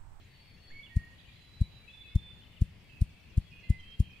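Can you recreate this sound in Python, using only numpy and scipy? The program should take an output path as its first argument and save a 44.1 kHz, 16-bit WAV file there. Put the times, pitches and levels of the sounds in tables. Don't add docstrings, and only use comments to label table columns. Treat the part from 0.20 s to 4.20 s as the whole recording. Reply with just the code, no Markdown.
import sys
import numpy as np
from scipy import signal
from scipy.fft import rfft, irfft
from scipy.io import wavfile
from scipy.ndimage import uniform_filter1d

SR = 44100
rng = np.random.default_rng(int(sys.argv[2]) if len(sys.argv) > 2 else 0)


def rack_gain(trim_db):
    fader = np.asarray(trim_db, float)
    return 10 ** (fader / 20)


def materialize(psi):
    bounded = np.clip(np.atleast_2d(psi).T, -1, 1)
    quanta = np.round(bounded * 32767).astype(np.int16)
    wavfile.write(sys.argv[1], SR, quanta)


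N = 176400
WOOD_T60_S = 1.2
PORT_LAG_S = -4.6e-5

# (time [s], thump peak [dB], snap of the stroke [0-1], swish level [dB], slowness [1 = usual])
WING_BEATS = [
    (.7697, -13, .01, -54.5, 1.015),
    (1.4169, -12.3, .2, -55, 1.005),
    (1.9601, -11.5, .6, -53, 1.005),
    (2.4208, -11.3, .85, -52, 1.0),
    (2.8204, -11.9, .35, -50.5, 1.07),
    (3.1803, -12, .55, -53.5, 1.035),
    (3.5054, -11, .99, -51, 1.025),
    (3.8049, -10.8, .99, -50, 1.005),
]
# (frequency [Hz], level [dB])
FEATHER_COLOUR = [(900, -22), (2200, -14), (3800, -0.5), (6000, -5.5), (8700, 3.5), (11000, -3.5),
                  (15500, -15)]


def evened(x):
    return x / np.sqrt(np.mean(x ** 2) + 1e-20)


def read(points, hz):
    f, value = np.transpose(points)
    return np.interp(np.log(hz + 1), np.log(f + 1), value)


def add(mix, s, sound):
    part = mix[round(s * SR):][:len(sound)]
    part += sound[:len(part)]


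def slow(rate_hz):
    z = rfft(rng.standard_normal(N))
    return evened(irfft(z / (1 + (np.fft.rfftfreq(N, 1 / SR) / rate_hz) ** 4), N))


def coloured(x, points):
    return evened(irfft(rfft(x) * rack_gain(read(points, np.fft.rfftfreq(N, 1 / SR))), N))


def panned(x, pan_db, lag_s=0):
    late = irfft(rfft(x) * np.exp(-2j * np.pi * np.fft.rfftfreq(N, 1 / SR) * lag_s), N)
    return np.array([late * rack_gain(pan_db / 2), x * rack_gain(-pan_db / 2)])


def wood(x, t60_s, same=0):
    taps = rng.choice([-1., 1.], (3, SR)) * (rng.random((3, SR)) < 1500 / SR)
    t = np.arange(SR) / SR
    taps = np.sqrt(same) * taps[2] + np.sqrt(1 - same) * taps[:2]
    taps *= rack_gain(-60 * t / t60_s) * (t > .02)
    return signal.fftconvolve(x, taps / np.linalg.norm(taps[0]), axes=1)[:, :N]


def wash(points, level_db, patchy_db, swell_db):
    # (frequency [Hz], left-right likeness [-1 to 1])
    likeness = [(60, 0.78), (180, 0.9), (550, 0.2), (1650, 0.54), (4970, 0.11), (15000, -0.084)]
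    # (frequency [Hz], left-right level [dB])
    side_lean = [(60, 4), (380, 3.5), (2380, 0.5), (15000, 0.5)]
    frames, hz = N // 256 + 5, np.fft.rfftfreq(1024, 1 / SR)
    a, b, c, d, patches = rng.standard_normal((frames, 513, 5)).T
    patches = uniform_filter1d(patches, size=8, axis=0)
    patches = evened(uniform_filter1d(patches, size=16, axis=1))
    swell = np.resize(slow(2.6)[::256], frames)
    same = np.clip(read(likeness, hz), -1, 1)[:, None]
    lean = rack_gain(read(side_lean, hz) / 2)[:, None]
    left = a + 1j * b
    right = same * left + np.sqrt(1 - same ** 2) * (c + 1j * d)
    z = np.array([left * lean, right / lean])
    z *= rack_gain(read(points, hz)[:, None] + patchy_db * patches + swell_db * swell)
    return rack_gain(level_db) * evened(signal.istft(z, nperseg=1024, noverlap=768)[1][:, :N])


def whistle(start, hz, level_db, waver):
    t, at = np.arange(len(hz)) / SR, round(start * SR)
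    drift, flutter = [np.resize(w[at:at + len(hz)], len(hz)) for w in waver]
    fade_s = .16 * t[-1]
    ends = np.clip(np.minimum(t, t[-1] - t) / fade_s, 0, 1)
    turns = np.cumsum(hz + 11 * drift) / SR
    level = rack_gain(level_db + 2.5 * flutter)
    return start, np.sqrt(2) * ends * level * np.sin(2 * np.pi * turns)


def rumble():
    # (frequency [Hz], density [dB per Hz])
    rumble_colour = [(11, -24), (18, 0), (33, -6.5), (92, -1), (175, -10), (317, -19), (861, -25),
                     (1420, -28.5), (1500, -27.5), (1950, -37), (3300, -120)]
    return wash(rumble_colour, -57.5, patchy_db=1.2, swell_db=.3)


def air():
    # (frequency [Hz], density [dB per Hz])
    air_colour = [(880, -58), (1500, -20), (1650, -5), (2650, 0.5), (3480, -6.5), (3620, -7.5),
                  (4530, -7.5), (5510, -17), (15600, -24)]
    return wash(air_colour, -65, patchy_db=2.0, swell_db=-0.02)


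def far_chorus(waver):
    low_hz, high_hz = 1920, 3507
    far = np.zeros((2, N))
    for side, when, pitch, bend, length in rng.random((70, 5)):
        top_hz = low_hz * (high_hz / low_hz) ** pitch
        glide = np.linspace(1, 1 + 0.232 * (bend - .6) ** 3, round((0.036 + 0.1675 * length) * SR))
        add(far[int(side * 2)], *whistle(when * (N / SR - .1), top_hz * glide, -8 * bend, waver))
    return rack_gain(-71.5) * evened(wood(far + .5 * far[::-1], WOOD_T60_S))


def birds():
    waver = (slow(30.8), slow(45))
    near = chips(waver) + trills(waver) + songs(waver) + warbles(waver) + buzzes(waver)
    spread = 0.68 * near + 0.49 * near[::-1]
    bushes = rack_gain(-8) * wood(spread, .25)
    trunks = rack_gain(-8.5) * wood(spread, WOOD_T60_S)
    return near + bushes + trunks + far_chorus(waver)


def chips(waver):
    # (time [s], level [dB rms])
    chip_calls = [
        (.035, -79),
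        (.495, -75),
        (.905, -78),
        (1.06, -76),
        (1.21, -77),
        (1.64, -80),
    ]
    out, glide = np.zeros((2, N)), np.linspace(6450, 7050, round(.025 * SR))
    for start, level_db in chip_calls:
        add(out[0], *whistle(start, glide, level_db, waver))
    return out


def trills(waver):
    # (time [s], pitch [Hz], level [dB])
    syllable = [
        (0, 6100, -8),
        (.006, 6900, -5),
        (.012, 5900, -1),
        (.024, 5250, 0),
        (.036, 4900, -5),
        (.062, 3650, -3),
    ]
    # (first time [s], last time [s], period [s], level [dB rms])
    runs = [
        (2.49, 2.8, .1003, -77),
        (2.891, 3.99, .1003, -73),
        (.075, .55, .104, -81),
    ]
    out = np.zeros((2, N))
    s, hz, db = np.transpose(syllable)
    t = np.arange(0, s[-1], 1 / SR)
    for first, last, period, level_db in runs:
        for start in np.arange(first, last, period):
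            add(out[0], *whistle(start, np.interp(t, s, hz), level_db + np.interp(t, s, db), waver))
    return out


def songs(waver):
    # (time [s], length [s], from [Hz], to [Hz], level [dB rms])
    sparrow_left = [
        (.08, .58, 4480, 4400, -67.5),
    ]
    sparrow_right = [(1.15, .05, 4110, 4100, -67), (1.19, .09, 4060, 3975, -64),
                     (1.26, .26, 3980, 3935, -59.5), (1.5, .14, 3940, 3920, -61),
                     (1.63, .33, 3930, 3925, -69), (1.695, .03, 3370, 3495, -57),
                     (1.72, .145, 3510, 3470, -53), (1.88, .05, 3450, 3525, -57),
                     (1.92, .25, 3540, 3520, -55), (2.17, .09, 3500, 3500, -72),
                     (2.31, .1, 3510, 3500, -70), (3.43, .08, 4180, 4100, -74), (3.55, .1, 4030, 3950, -77),
                     (3.65, .15, 3930, 3900, -75)]
    thrush_right = [(.503, .014, 1580, 2080, -56), (.514, .016, 2050, 2190, -55),
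                    (.525, .115, 2192, 2232, -50.5), (.628, .034, 3400, 3400, -52),
                    (.658, .011, 3370, 2860, -49), (.667, .022, 2845, 2830, -54),
                    (.688, .175, 1885, 1860, -54), (.86, .09, 1870, 1870, -59),
                    (2.69, .065, 2640, 2570, -58), (2.76, .055, 2600, 2580, -58),
                    (3.31, .11, 2500, 2480, -57), (3.42, .1, 2490, 2480, -64), (3.41, .02, 2300, 2080, -64),
                    (3.425, .09, 2065, 2055, -59), (3.49, .09, 2055, 2045, -54.5),
                    (3.58, .07, 2050, 2045, -61), (3.585, .025, 3200, 3230, -62),
                    (3.59, .06, 3110, 3140, -60), (3.645, .125, 3150, 3195, -53),
                    (3.86, .14, 2490, 2535, -61), (.16, .45, 3390, 3410, -74), (3.35, .11, 2830, 2825, -67),
                    (3.785, .15, 3185, 3150, -61), (3.94, .05, 3330, 3350, -68)]
    warbler_left = [(1.04, .018, 2600, 2850, -68), (1.052, .016, 2850, 3050, -60),
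                    (1.07, .05, 2480, 2330, -62), (1.13, .06, 2300, 2000, -72),
                    (1.63, .03, 2330, 2300, -62), (1.675, .045, 2580, 2583, -56),
                    (1.72, .045, 2590, 2590, -64), (1.835, .062, 2630, 2560, -57),
                    (1.9, .07, 2170, 2160, -62), (1.91, .06, 2590, 2600, -66),
                    (2.205, .02, 2750, 3150, -67), (2.222, .012, 3500, 3480, -64),
                    (2.231, .014, 3350, 2800, -60), (2.245, .028, 2780, 2520, -65),
                    (2.262, .016, 3100, 2900, -63), (2.328, .018, 3100, 2780, -63),
                    (2.362, .027, 3230, 2550, -61), (2.395, .016, 3120, 2880, -66),
                    (2.88, .08, 3450, 3420, -72), (2.99, .015, 3500, 3400, -66),
                    (3.015, .03, 3050, 3180, -70), (3.63, .055, 2620, 2640, -64),
                    (2.965, .03, 2680, 2580, -66), (3.03, .035, 2580, 2580, -67),
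                    (3.13, .03, 2590, 2570, -64), (3.1, .02, 2850, 2750, -65), (.36, .057, 2650, 2880, -67),
                    (.5, .09, 2950, 3170, -73), (3.47, .02, 2600, 2650, -62)]
    # (notes, left-right [dB], cut that makes room for the blur [dB])
    singers = [(sparrow_left, 6.5, 2.1), (sparrow_right, -9, 4.2),
               (thrush_right, -9.5, 5.5), (warbler_left, 11, 4.2)]
    out = np.zeros((2, N))
    for song, pan_db, near_db in singers:
        voice = np.zeros(N)
        for start, length, from_hz, to_hz, level_db in song:
            glide = np.linspace(from_hz, to_hz, round(length * SR))
            add(voice, *whistle(start, glide, level_db - near_db, waver))
        out += panned(voice, pan_db)
    return out


def puffs():
    # (time [s], length [s], level [dB])
    gusts = [
        (.48, .03, -55),
        (.57, .035, -52),
        (.68, .03, -57),
        (3.65, .06, -54),
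    ]
    t = np.arange(N) / SR
    return slow(13) * sum(rack_gain(db) * np.exp(-.5 * ((t - s) / length) ** 2) for s, length, db in gusts)


def warbles(waver):
    # (time [s], length [s], centre [Hz], level [dB rms], port [0 left, 1 right])
    far_warbles = [
        (.96, .3, 4800, -75, 1),
        (1.22, .2, 5200, -79, 1),
        (.55, 1.3, 6850, -84, 0),
        (2.68, .14, 2760, -62, 1),
        (3.28, .3, 2720, -63, 1),
        (3.84, .16, 2560, -61, 1),
        (3.6, .28, 2780, -66, 0),
        (2.86, .36, 2650, -69, 1),
        (2.87, .14, 3350, -71, 0),
        (1.15, .1, 3300, -68, 1),
    ]
    out, wander = np.zeros((2, N)), slow(62)
    for start, length, centre_hz, level_db, port in far_warbles:
        hz = centre_hz + 140 * wander[:round(length * SR)]
        add(out[port], *whistle(start, hz, level_db, waver))
    return out


def thumps():
    # (delay [ms], pressure share [1 = peak], rise [ms], fall [ms])
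    slack_stroke = [
        (-5.7, .21, 6.9, 2.55),
        (.35, -1.02, 4, 3.95),
        (2.9, .57, 3.2, 8.4),
    ]
    snappy_stroke = [
        (-5.1, .21, 7, 2.6),
        (.1, -1.01, 3, 3.75),
        (5.4, .42, 5.7, 6.5),
    ]
    # (delay [s], level [dB])
    echoes = [
        (.0158, -29),
        (.0213, -24),
    ]
    ms, out = np.arange(-800, 800) / SR * 1000, np.zeros(N)
    for s, peak_db, snap, _, slowness in WING_BEATS:
        stroke = (1 - snap) * np.array(slack_stroke) + snap * np.array(snappy_stroke)
        stroke *= [slowness, 1, slowness, slowness]
        phases = []
        for at, share, rise, fall in stroke:
            u = np.clip((ms - at) / np.where(ms < at, rise, fall), -1, 1)
            phases.append(share * np.cos(np.pi / 2 * u) ** 2)
        squeeze, suction, refill = phases
        start = s + ms[0] / 1000
        add(out, start, rack_gain(peak_db) * (squeeze + suction + refill))
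        for late, echo_db in echoes:
            add(out, start + late, rack_gain(peak_db + echo_db) * suction)
    out = signal.sosfiltfilt(signal.butter(4, 460, fs=SR, output="sos"), out)
    pair = panned(out, 3, PORT_LAG_S)
    thin = signal.sosfilt(signal.butter(1, 200, "high", fs=SR, output="sos"), pair)
    return pair + rack_gain(-19) * wood(thin, .55, same=0.78)


def swishes():
    # (frequency [Hz], left-right likeness [0-1])
    likeness = [(4000, .8), (9000, .97), (13000, .5)]
    lead_s, rise_s, t60_s, tail_db, tail_t60_s = .0045, .0043, .035, -6, .16
    t, shape = np.arange(N) / SR, np.zeros(N)
    for s, _, _, swish_db, _ in WING_BEATS:
        u = t - s + lead_s
        after = np.maximum(u, 0)
        fall = rack_gain(-60 * after / t60_s) + rack_gain(tail_db - 60 * after / tail_t60_s)
        shape += rack_gain(swish_db - 2.0) * fall * np.exp(np.minimum(u, 0) / rise_s)
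    both, left, right = [coloured(rng.standard_normal(N), FEATHER_COLOUR) for _ in range(3)]
    same = np.clip(read(likeness, np.fft.rfftfreq(N, 1 / SR)), 0, 1)
    shared = same * rfft(panned(both, -0.34, PORT_LAG_S))
    separate = np.sqrt(1 - same ** 2) * rfft([0.51 * left, 1.1 * right])
    return irfft(shared + separate, N) * shape * rack_gain(1.5 * slow(300))


def leaf_ticks():
    # (time [s], level [dB], left-right [dB])
    ticks = [
        (.85, -63, 9),
        (2.645, -67, 10),
        (1.8, -69, 8),
    ]
    t, out = np.arange(N) / SR, np.zeros((2, N))
    noise = coloured(rng.standard_normal(N), FEATHER_COLOUR)
    for s, tick_db, pan_db in ticks:
        u = t - s
        out += rack_gain(tick_db) * panned(noise, pan_db) * (u > 0) * np.exp(-abs(u) / 0.00089)
    return out


def buzzes(waver):
    # (time [s], length [s], centre [Hz], level [dB rms])
    buzz_calls = [
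        (.975, .085, 3580, -62),
        (1.083, .07, 3600, -63.5),
        (1.17, .06, 3500, -68),
    ]
    swing_hz, swings_per_s = 366, 58
    out = np.zeros((2, N))
    for start, length, centre_hz, level_db in buzz_calls:
        t = np.arange(0, length, 1 / SR)
        swing = swing_hz * np.sin(2 * np.pi * swings_per_s * t - 1)
        add(out[1], *whistle(start, centre_hz + swing, level_db, waver))
    return out


def scene():
    return rumble() + air() + birds() + puffs() + thumps() + swishes() + leaf_ticks()


def roll_off(x):
    return signal.sosfilt(signal.butter(12, 15710, fs=SR, output="sos"), x)


def record(dry):
    edge = signal.firwin(1023, 15700, window=("kaiser", 10), fs=SR)
    return roll_off(signal.oaconvolve(dry, edge[None], "same"))


dry = scene()
out = record(dry)
materialize(out)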